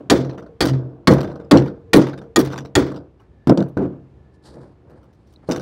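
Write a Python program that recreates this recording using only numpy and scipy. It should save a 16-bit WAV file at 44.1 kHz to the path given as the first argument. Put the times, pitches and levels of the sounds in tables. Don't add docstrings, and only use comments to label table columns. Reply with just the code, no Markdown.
import sys
import numpy as np
from scipy import signal
from scipy.fft import rfft, irfft, next_fast_len
from scipy.io import wavfile
from scipy.ndimage import uniform_filter1d, map_coordinates

SR = 44100
rng = np.random.default_rng(int(sys.argv[2]) if len(sys.argv) > 2 else 0)


def file_out(sig):
    cols = np.atleast_2d(sig).T
    lim = np.clip(cols, -1, 1)
    pcm = np.round(lim * 32767).astype(np.int16)
    wavfile.write(sys.argv[1], SR, pcm)


def linear_from_db(decibels):
    return 10 ** (np.asarray(decibels, float) / 20)


N = 247401
LOW_EDGE_HZ, TOP_EDGE_HZ = 2500, 9000


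def unit(x):
    return x / np.sqrt(np.mean(x ** 2) + 1e-20)


def along(points, hz):
    f, v = np.transpose(points)
    return np.interp(np.log(hz + 1), np.log(f + 1), v)


def filtered(x, response):
    m = next_fast_len(x.shape[-1] + 8192)
    spectrum = rfft(x, m) * response(np.fft.rfftfreq(m, 1 / SR))
    return irfft(spectrum, m)[..., :x.shape[-1]]


def resonant(modes):
    def response(f):
        return sum((-1) ** k * linear_from_db(db) * 1j * f * width / (hz * hz - f * f + 1j * f * width)
                   for k, (hz, width, db) in enumerate(modes))
    return response


def tilt(low_db, top_db):
    points = [(LOW_EDGE_HZ * .8, low_db), (LOW_EDGE_HZ * 1.2, 0),
              (TOP_EDGE_HZ * .85, 0), (TOP_EDGE_HZ * 1.15, top_db)]
    return lambda f: linear_from_db(along(points, f))


def noise(count, colour):
    return unit(filtered(rng.standard_normal(count), colour))


def add(track, s, x):
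    i = round(s * SR)
    track[i:i + len(x)] += x[:N - i]


def wobble(count, rate):
    knots = rng.standard_normal(int(count * rate / SR) + 4)
    return map_coordinates(knots, [np.arange(count) * rate / SR])


def ringing(hz, db, t60, t, blur=.8):
    flutter = 2.5 * wobble(len(t), rate=70)
    waver = blur * wobble(len(t), rate=50)
    return linear_from_db(db - 60 * t / t60 + flutter) * np.sin(2 * np.pi * hz * t + waver)


def stroke(start, peak, end, db):
    t = np.arange(N) / SR
    ends_db, edge_s = -17, 0.021
    swell = linear_from_db(db + np.interp(t, [start, peak, end], [ends_db, 0, ends_db]))
    return swell * np.clip(np.minimum(t - start, end - t) / edge_s, 0, 1)


# t/s, peak level/dB, low clang level/dB, top clang level/dB, wash level/dB
BLOWS = [(0.0991, -7, -8.5, -17, -19), (0.606, -12.5, -4.5, -13, -12.5), (0.6223, -20, -13, -25, -23),
         (1.0723, -7.5, -0.5, -16, -15), (1.511, -8, -1.5, -16.5, -15.5), (1.9324, -8, -6.5, -14.5, -15.5),
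         (2.36, -11.5, -7, -12, -14.5), (2.7529, -10.5, -5, -16.5, -15.5)]
# first level/dB, then four levels/dB over the first
SPOTS = [(-18.5, -2, 3.5, 1, -23), (-21.5, 4.5, 7, -15.5, -21), (-35, 6.5, 17, -4, -21),
         (-15, -5, -2.5, -20, -30), (-23.5, -6, 5, -11, -25), (-11, -7.5, -10.5, -22.5, -28),
         (-15.5, -3.5, -9, 4, -21), (-14, -3.5, -15, -5, -22.5)]
SWAY_DB = [-40.5, -57.5, -59, -38.5, -39, -42, -43.5, -57.5]
# second, third and last strong mode f/Hz
BENT_HZ = [(3280, 4597, 3585), (3375, 4468, 4845), (3300, 4470, 4845), (3350, 4274, 4457),
           (3180, 4581, 3500), (3450, 4059, 3838), (3370, 4600, 4500), (3348, 3700, 6800)]
# f/Hz, level/dB
DENTS = [
    [(1200, -19.5), (1712, -21), (2401, -22), (4172, -23.5), (5389, -26)],
    [(1453, -24.5), (1965, -26), (2439, -26), (4307, -26), (7800, -28.5)],
    [(1453, -28), (1200, -26.5), (2410, -32), (4650, -24), (9530, -32.5)],
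    [(1125, -16), (1276, -17.5), (1588, -22), (2132, -22), (5055, -24)],
    [(1109, -17.5), (1195, -17.5), (1650, -24.5), (2159, -25), (4888, -26.5)],
    [(1125, -21), (1432, -21.5), (2304, -20.5), (2428, -17.5), (5561, -25)],
    [(1206, -19), (1518, -25.5), (2353, -21), (3505, -24), (4829, -28.5)],
    [(1394, -18.5), (2051, -23.5), (2401, -23), (7036, -26.5), (8215, -24)],
]
# f/Hz, t60/s
DENT_T60 = [(1200, .14), (2400, 0.087), (5000, 0.071), (9000, .04)]
# f/Hz, level/dB, t60/s
STRONG_MODES = [(1850, -1, .1), (3320, -3, 0.08), (4610, -1.5, .08), (6890, 1, 0.039), (15710, 0.5, .16),
                (4920, -3, 0.07)]
# f/Hz, level/dB, t60/s
WEAK_MODES = [(3580, -25.5, .3), (4470, -23.5, 0.22), (8700, -10, 0.0098), (12100, -24, 0.083),
              (13800, -15.5, .03)]
# f/Hz, level/dB per Hz
CLANG = [(410, -24.5), (700, 2.5), (1960, -7), (2810, -8), (3290, -3.5), (4580, -6), (6370, -15.5),
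         (6990, -17), (7560, -15), (15200, -36.5), (16500, -28)]
# f/Hz, level/dB per Hz
WASH = [(470, -10.5), (800, -6.5), (1920, -10), (2870, -26), (3560, -18), (3700, -24.5), (5620, -26),
        (12300, -36), (15500, -50), (16500, -45.5)]
# f/Hz, t60/s
WASH_T60 = [(800, 0.3), (2000, 0.31), (5000, 0.35), (10000, 0.17), (16000, .15)]


def hammer():
    out, t = np.zeros(N), np.arange(SR // 2) / SR
    for blow, spot, sway_db, bent, dent in zip(BLOWS, SPOTS, SWAY_DB, BENT_HZ, DENTS):
        s, db, low_db, top_db, wash_db = blow
        first_db, *over = spot
        modes = np.array(STRONG_MODES)
        modes[[1, 2, -1], 0] = bent
        lean = tilt(low_db + 2.5, top_db + 18.5)

        touch = np.minimum(t / .0006, 1) / (1 + (t / .012) ** 6)
        clang = touch * noise(len(t), lambda f: linear_from_db(along(CLANG, f)) * lean(f))

        lifts = [0] + over + over[1:2]
        ring = sum(ringing(hz, first_db + lift + level - 0.5, t60, t)
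                   for (hz, level, t60), lift in zip(modes, lifts))
        ring += sum(ringing(hz, db + level - 13.0 + rng.normal(0, 5.3), t60, t)
                    for hz, level, t60 in WEAK_MODES)
        ring += sum(ringing(hz, level, along(DENT_T60, hz), t) for hz, level in dent)
        ring += ringing(461, sway_db + 3 * wobble(len(t), rate=20), 3.2, t, blur=0.77)

        source = noise(len(t), lambda f: linear_from_db(along(WASH, f)) * lean(f))
        hz, frames, z = signal.stft(source, SR, nperseg=128)
        fade = linear_from_db(-60 * frames / along(WASH_T60, hz)[:, None])
        wash = signal.istft(z * fade, SR, nperseg=128)[1][:len(t)]
        grit = linear_from_db(3.2 * wobble(len(t), rate=44))
        wash = linear_from_db(db + wash_db + 5.0) * grit * wash
        add(out, s, linear_from_db(db - 6.5) * clang + np.minimum(2000 * t, 1) * (ring + wash))
    return out


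# f/Hz, width/Hz, level/dB
PANELS = [
    [(181, 61, -1), (211.5, 34, -9.5)],
    [(247.6, 11, -4.5), (292, 16, 0.5), (337, 34, -1.5), (383, 74, -7.5)],
    [(454.5, 38, 3.5), (528, 59, 1.5), (597, 66, -2), (673.6, 67, -5.5), (770, 62, -10.5),
     (924, 130, -13.5), (1125, 280, -17.5), (1554, 320, -23.5)],
]
# t/s, peak level/dB, rise/s, t60/s, f/Hz
DRUMS = [(.002, -45, 0.013, 1, 133.3), (.099, -22.5, 0.12, 0.41, 133), (.606, -14.5, 0.11, 0.47, 130),
         (1.072, -17.5, 0.068, 0.5, 138), (1.512, -18, 0.098, 0.27, 137), (1.932, -16.5, 0.045, 0.49, 136),
         (2.36, -23.5, .06, 0.72, 135), (2.751, -22.5, 0.011, 0.61, 136.2),
         (3.473, -9.5, 0.034, 0.095, 133.8), (3.574, -25.5, 0.041, 0.44, 137.3),
         (3.77, -32, 0.058, 0.83, 133.8), (5.487, -39, 0.057, 0.92, 136.4)]


def hull():
    rows = np.array(DRUMS)
    latest = np.maximum(np.searchsorted(rows[:, 0], np.arange(N) / SR) - 1, 0)
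    turns = np.cumsum(rows[latest, -1]) / SR
    phase = 2 * np.pi * turns + .45 * wobble(N, rate=14)
    uneven = np.sqrt(2) * linear_from_db(2.4 * wobble(N, rate=30))
    parts = [uneven * (np.sin(phase) + 0.22 * np.cos(2 * phase))]
    for modes in PANELS:
        judder = rng.standard_normal(N) * linear_from_db(2.3 * wobble(N, rate=150))
        lowest, highest = modes[0][0], modes[-1][0]
        skirt = resonant([(np.sqrt(lowest * highest), 1.3 * highest - 0.16 * lowest, 0)])
        shaken = filtered(judder, lambda f: resonant(modes)(f) * skirt(f))
        swell = np.sqrt(np.abs(uniform_filter1d(shaken ** 2, size=1500)))
        parts.append(0.86 * unit(shaken / swell ** 0.8))
    return np.sum(shaking() * parts, axis=0)


# t/s, deck level/dB, held/s, t60 after/s, side panel level/dB over deck
SHAKES = [(.002, -36.5, 0.0097, 0.69, -0.5), (0.112, -7.5, 0.028, 0.47, -8), (.607, -17, 0.065, 0.83, -6.5),
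          (1.08, -9.5, 0.053, 0.44, -0.5), (1.517, -3.5, .05, 0.34, -2.5), (1.942, -4, 0.057, 0.3, -9),
          (2.37, -8.5, 0.033, 0.31, -11.5), (2.763, -8, 0.032, 0.41, -12), (3.473, -11.5, 0.022, 0.13, -2),
          (3.496, -8.5, 0.031, 0.21, -4.5), (3.574, -19.5, 0.052, 0.29, 2.5),
          (3.77, -18, 0.087, 0.42, -2.5), (5.488, -19, 0.038, 0.95, -4.5)]
RIBS_DB = [-3.5, -6, -6.5, -2.5, -8, -10, -9.5, -10.5, -10.5, -7, -5.5, -10, -3.5]
# start t/s, peak t/s, end t/s, level/dB
PUSHES = [
    (4.427, 4.59, 4.746, -41.5),
    (4.802, 4.908, 5.16, -48.5),
]
PUSH_DB = -2.5, -3, -0.5, -0.5
# t/s, treble peak level/dB, low level/dB, top level/dB, length/s
CHATTER = [(0.246, -39.5, 8, -25, 0.013), (0.295, -42, 7.5, -27, 0.014), (0.331, -44.5, 5.5, -22, 0.0091),
           (0.3772, -41.5, 10.5, -22, 0.011), (0.423, -47, 7.5, -25, 0.0097), (0.4625, -53, 8, -22, 0.011),
           (1.1796, -32, 8, -22, 0.012), (1.2065, -29, 9.5, -17, 0.011), (1.2294, -36.5, 8.5, -17, 0.013),
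           (1.244, -35.5, 8.5, -23, 0.012), (1.273, -44, 6, -22, 0.011), (1.2993, -44.5, 7.5, -22, 0.012),
           (1.3158, -50, 8, -22, 0.011), (1.356, -43, 9.5, -22, 0.0088), (1.399, -46, 8, -24, 0.011),
           (1.4446, -55, 7, -22, 0.01), (1.6204, -38.5, 7.5, -22, 0.011), (1.659, -38, 8.5, -20, 0.012),
           (1.676, -38, 8, -20, 0.011), (2.0675, -30, 9.5, -22, 0.012), (2.094, -38, 9.5, -24, 0.011),
           (2.1315, -38, 11, -21, 0.011), (2.176, -44, 8, -22, 0.011), (2.2153, -46, 9, -22, 0.018),
           (2.4735, -33.5, 8.5, -18, 0.011), (2.502, -39, 9.5, -20, 0.016), (2.5227, -34.5, 8, -22, 0.011),
           (2.5307, -31.5, 7.5, -22, 0.0091), (2.5598, -34.5, 8, -22.5, 0.014),
           (2.5778, -27.5, 6, -26, 0.011), (2.6056, -41.5, 6, -25, 0.01), (2.6496, -41, 7, -22, 0.012),
           (2.866, -38.5, 7, -21, 0.0097), (2.9014, -41, 6, -20, 0.011), (2.916, -35.5, 10.5, -22.5, 0.011),
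           (2.9438, -43.5, 6, -24, 0.011), (2.96, -41, 5, -25, 0.013)]
CHATTER_LIFT_DB = 6


def shaking():
    out, t = np.zeros((4, N)), np.arange(N) / SR
    for s, db, rise, t60, _ in DRUMS:
        fall = linear_from_db(db - 60 * np.maximum(t - s - rise, 0) / t60)
        out[0] += fall * np.clip((t - s) / rise, 0, 1) ** 2

    nudges = []
    firmest_db = -34
    for s, db, low_db, *_ in CHATTER:
        firm_db = min(db + CHATTER_LIFT_DB + 5.0, firmest_db)
        nudges.append((s, firm_db + low_db / 2 - 9, 0, 0.34, 0.5))

    lead_s, lead_db = .02, -13
    let_go_db, let_go_s = -6.5, 0.004
    all_ribs_db = RIBS_DB + [0] * len(nudges)
    for (s, db, held, t60, side_db), ribs_db in zip(SHAKES + nudges, all_ribs_db):
        free = np.maximum(t - s - held, 0)
        start = min([s] + [blow[0] for blow in BLOWS if abs(s - blow[0]) < lead_s])
        drop_db = let_go_db * (1 - np.exp(-free / let_go_s))
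        drive = linear_from_db(db + lead_db * (t < s) + drop_db) * (t > start)
        fall_db = -60 * free / t60
        ribs_fall_db = 0.95 * fall_db
        out[1:] += drive * linear_from_db(np.array([side_db + fall_db, fall_db, ribs_db + ribs_fall_db]))
    out += linear_from_db(np.array(PUSH_DB))[:, None] * sum(stroke(*row) for row in PUSHES)
    return uniform_filter1d(out, size=100, axis=1)


# t/s, peak level/dB
KNOCKS = [(0.109, -7), (0.607, -21), (1.081, 7), (1.519, 6.5), (1.945, 1.5), (2.371, -3.5), (2.764, 0.5),
          (3.472, -7), (3.497, 1), (3.575, -15), (3.605, -23), (3.77, -9.5), (4.57, -28), (5.439, -43),
          (5.489, -14)]
# t/s, peak level/dB
THUMPS = [
    (0.111, -26.5),
    (0.613, -24.5),
    (1.078, -18.5),
    (1.517, -21),
    (1.934, -32),
    (2.369, -27),
    (2.757, -23.5),
    (3.499, -50),
    (3.781, -28.5),
    (5.499, -35),
]


def knocks():
    out, t = np.zeros(N), np.arange(SR // 2) / SR
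    modes = np.concatenate(PANELS)
    for s, db in KNOCKS:
        ring = sum(linear_from_db(level + rng.normal(0, 2.8)) * np.sin(2 * np.pi * hz * t) for hz, _, level in modes)
        contact = np.minimum(t / .0012, 1)
        add(out, s, -linear_from_db(db - 11.0 - 60 * t / 0.038) * contact * ring)
    for s, db in THUMPS:
        push = np.exp(-t / .009) * np.sin(2 * np.pi * 70 * t)
        slosh = np.exp(-t / .1) * noise(len(t), lambda f: resonant([(85, 45, 0)])(f) ** 2)
        slosh = slosh * np.minimum(t / 0.014, 1)
        add(out, s, linear_from_db(db + 6.5) * (push + linear_from_db(-9.0) * slosh))
    return out


# t/s, peak level/dB, low level/dB, top level/dB
REBOUNDS = [(0.1385, -30.5, -1.5, -26.5), (.1694, -30.5, 2, -20), (.202, -38, -8, -20),
            (0.654, -18.5, -4, -12.5), (0.6713, -22.5, -5, -25.5), (.686, -25, -7.5, -23),
            (0.7352, -34, 7.5, -32.5), (1.1094, -23, -5, -20.5), (1.136, -26, 1.5, -11),
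            (1.532, -15, 4.5, -29.5), (1.5725, -17, -5, -34), (1.9625, -13.5, -10.5, -9.5),
            (2.0169, -25, 0, -27.5), (2.3903, -18, -7, -8), (2.4493, -29.5, 1.5, -13),
            (2.789, -35.5, 3.5, -20), (2.8233, -29, 12, -22), (5.4908, -28.5, 10, -15.5),
            (5.501, -33, 1.5, -22), (5.5121, -19, -3.5, -27), (5.531, -32, 1, -22), (5.546, -31, 12, -24),
            (5.561, -25.5, 3, -19.5), (5.578, -33, 6.5, -22), (5.597, -32.5, 2, -24)]
# t/s, peak level/dB, low level/dB
TAPS = [
    (3.199, -55, 4.5),
    (4.8963, -53, 5),
    (5.0294, -51, 11),
    (5.128, -60, -4),
    (5.271, -60, -10),
    (5.325, -52, -17),
]
# t/s, peak level/dB, low level/dB, top level/dB, length/s
BOUNCES = [(3.472, -23.5, 11, -20, 0.01), (3.495, -18, 1, -28, 0.005), (3.5744, -23.5, 2, -36, 0.0077),
           (3.6045, -34, -7, -32, 0.0091), (3.625, -32.5, 9.5, -23, 0.016), (3.684, -51, -7.5, -8, 0.009),
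           (3.773, -28.5, 14, -19.5, 0.0094), (3.78, -39, 14, -26, 0.01), (3.82, -57, 13, -31, 0.011),
           (3.8501, -51, 15.5, -27.5, 0.012), (3.876, -55, 15, -31, 0.011)]
# t/s, level/dB, f/Hz, t60/s
PINGS = [
    (.654, -38.5, 8900, .12),
    (.11, -46, 4600, .4),
    (.11, -37.5, 3585, 0.18),
    (1.245, -51.5, 3580, .2),
    (3.197, -49.5, 2900, 0.0295),
    (3.2, -54, 1126, .12),
    (3.205, -57, 1290, .12),
]


def fittings():
    out, t = np.zeros(N), np.arange(SR // 2) / SR
    for s, db, hz, t60 in PINGS:
        add(out, s, ringing(hz, db, t60, t, blur=2.2) * np.minimum(t / .002, 1))
    rebounds = [(*row, .011) for row in REBOUNDS]
    chatter = [(s, db + CHATTER_LIFT_DB, *rest) for s, db, *rest in CHATTER]
    taps = [(*row, -16, 0.016) for row in TAPS]
    out += contacts(rebounds, crack_share=2.6, flat=0.23, rise_s=0.00026)
    out += contacts(chatter, crack_share=1.3, flat=0.13, rise_s=0.001)
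    out += contacts(taps, crack_share=1.0, flat=0.24, rise_s=0.0019)
    out += contacts(BOUNCES, crack_share=4.0, flat=0.23, rise_s=0.00059, lift_db=-1)
    return out


# f/Hz, width/Hz, level/dB
FITTINGS = [(860, 440, 7.5), (1363, 240, 10), (1526, 150, 6.5), (3072, 400, -0.5), (3580, 90, 2),
            (4074, 350, 1), (4700, 130, -2), (5175, 240, -2.5), (5894, 300, -3.5), (7400, 200, -11),
            (8960, 200, -11.5), (11800, 120, -5)]


def contacts(events, crack_share, flat, rise_s, lift_db=0):
    out, t = np.zeros(N), np.arange(SR // 10) / SR
    for s, db, low_db, top_db, length in events:
        lean = tilt(low_db - 1.5 - lift_db, top_db + 13.5)
        modes = FITTINGS + rng.standard_normal((len(FITTINGS), 3)) * [60, 0, 3.5]

        def body(f):
            return (resonant(modes)(f) + flat) * lean(f) / (1 + (700 / (f + 1)) ** 4)

        fade = np.exp(-t / np.clip(length, .002, .03))
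        grit = rng.standard_normal(len(t)) * linear_from_db(5.3 * wobble(len(t), rate=400)) * fade
        spray = filtered(grit, body)
        spray = 2.42 * spray / np.abs(spray).max()
        tick = filtered(rng.standard_normal(len(t)) * np.exp(-t / 0.00073), body)
        tick = crack_share * tick / np.abs(tick).max()
        add(out, s, linear_from_db(db - 7 + lift_db) * (spray + tick) * np.minimum(t / rise_s, 1))
    return out


# start t/s, peak t/s, end t/s, low level/dB, hiss level/dB over low
HAND = [
    (3.18, 3.21, 3.29, -59.5, -21),
    (4.84, 4.9, 5.2, -60, -17),
    (5.41, 5.44, 5.48, -60, -26),
    (4.32, 4.345, 4.375, -74, 5),
    (4.42, 4.46, 4.58, -56, 1),
    (4.42, 4.58, 4.78, -58, -17),
    (4.5, 4.62, 4.74, -78, 5),
    (5.12, 5.3, 5.5, -80, 4),
    (5.455, 5.484, 5.51, -60, -3),
]
# f/Hz, level/dB per Hz
SKIN = [(410, -22), (700, -15), (788, -6), (1210, -16), (1710, -16.5), (2350, -28.5), (4470, -11.5),
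        (6310, -24), (9020, -21), (12000, -36.5), (15600, -51), (22000, -120)]
# t/s, peak level/dB, f/Hz
CHIRP = [
    (5.3603, -43.5, 3940),
]


def hand():
    low = noise(N, lambda f: linear_from_db(along(SKIN, f)) * (f < LOW_EDGE_HZ))
    hiss = noise(N, lambda f: linear_from_db(along(SKIN, f)) * (f >= LOW_EDGE_HZ))
    slips = linear_from_db(2.2 * wobble(N, rate=45) + 2.7 * wobble(N, rate=180))
    out = slips * sum(stroke(*row) * (low + linear_from_db(hiss_db) * hiss) for *row, hiss_db in HAND)
    t = np.arange(SR // 50) / SR
    for s, db, hz in CHIRP:
        swell = np.sin(np.pi * np.minimum(t / 0.0032, 1))
        add(out, s, linear_from_db(db) * swell * np.sin(2 * np.pi * hz * t * (1 + 3 * t)))
    return out


# t/s, level/dB
WHINE = [(0, -78), (3.25, -78), (3.4, -64), (3.9, -69.5), (4.1, -74.5), (4.3, -67), (4.6, -61), (4.75, -81),
         (5.62, -79.5)]
# f/Hz, width/Hz, level/dB
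WHINE_HZ = [(1739, 70, -2), (3700, 300, -14.5), (4700, 250, -16.5)]


def pump():
    s, db = np.transpose(WHINE)
    whine = noise(N, lambda f: resonant(WHINE_HZ)(f) ** 2)
    level_db = np.interp(np.arange(N) / SR, s, db) - 7.5
    return linear_from_db(level_db + 3 * wobble(N, rate=9)) * whine


# f/Hz, level/dB per Hz
AIR = [(20, -40), (40, -10.5), (65, 2), (130, -4.5), (250, -12), (370, -11), (600, -21.5), (1000, -27),
       (1730, -37), (2300, -38), (5000, -49), (10000, -60.5), (16000, -74.5)]


def air():
    return linear_from_db(-49 + 1.1 * wobble(N, rate=4.5)) * noise(N, lambda f: linear_from_db(along(AIR, f)))


def scene():
    return (hammer() + hull() + knocks() + fittings() + hand() + pump() + air())[None]


def top_cut(x):
    return signal.sosfilt(signal.butter(12, 16760, fs=SR, output="sos"), x)


def record(dry):
    bass_cut = signal.butter(2, 48, "high", fs=SR, output="sos")
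    thinned = signal.sosfilt(bass_cut, dry)
    clipped = thinned / (1 + np.abs(thinned) ** 8) ** (1 / 8)
    top_hz = 16100
    mix = filtered(clipped, lambda f: 1 / (1 + (f / top_hz) ** 80))
    return top_cut(mix)


dry = scene()
out = record(dry)
file_out(out)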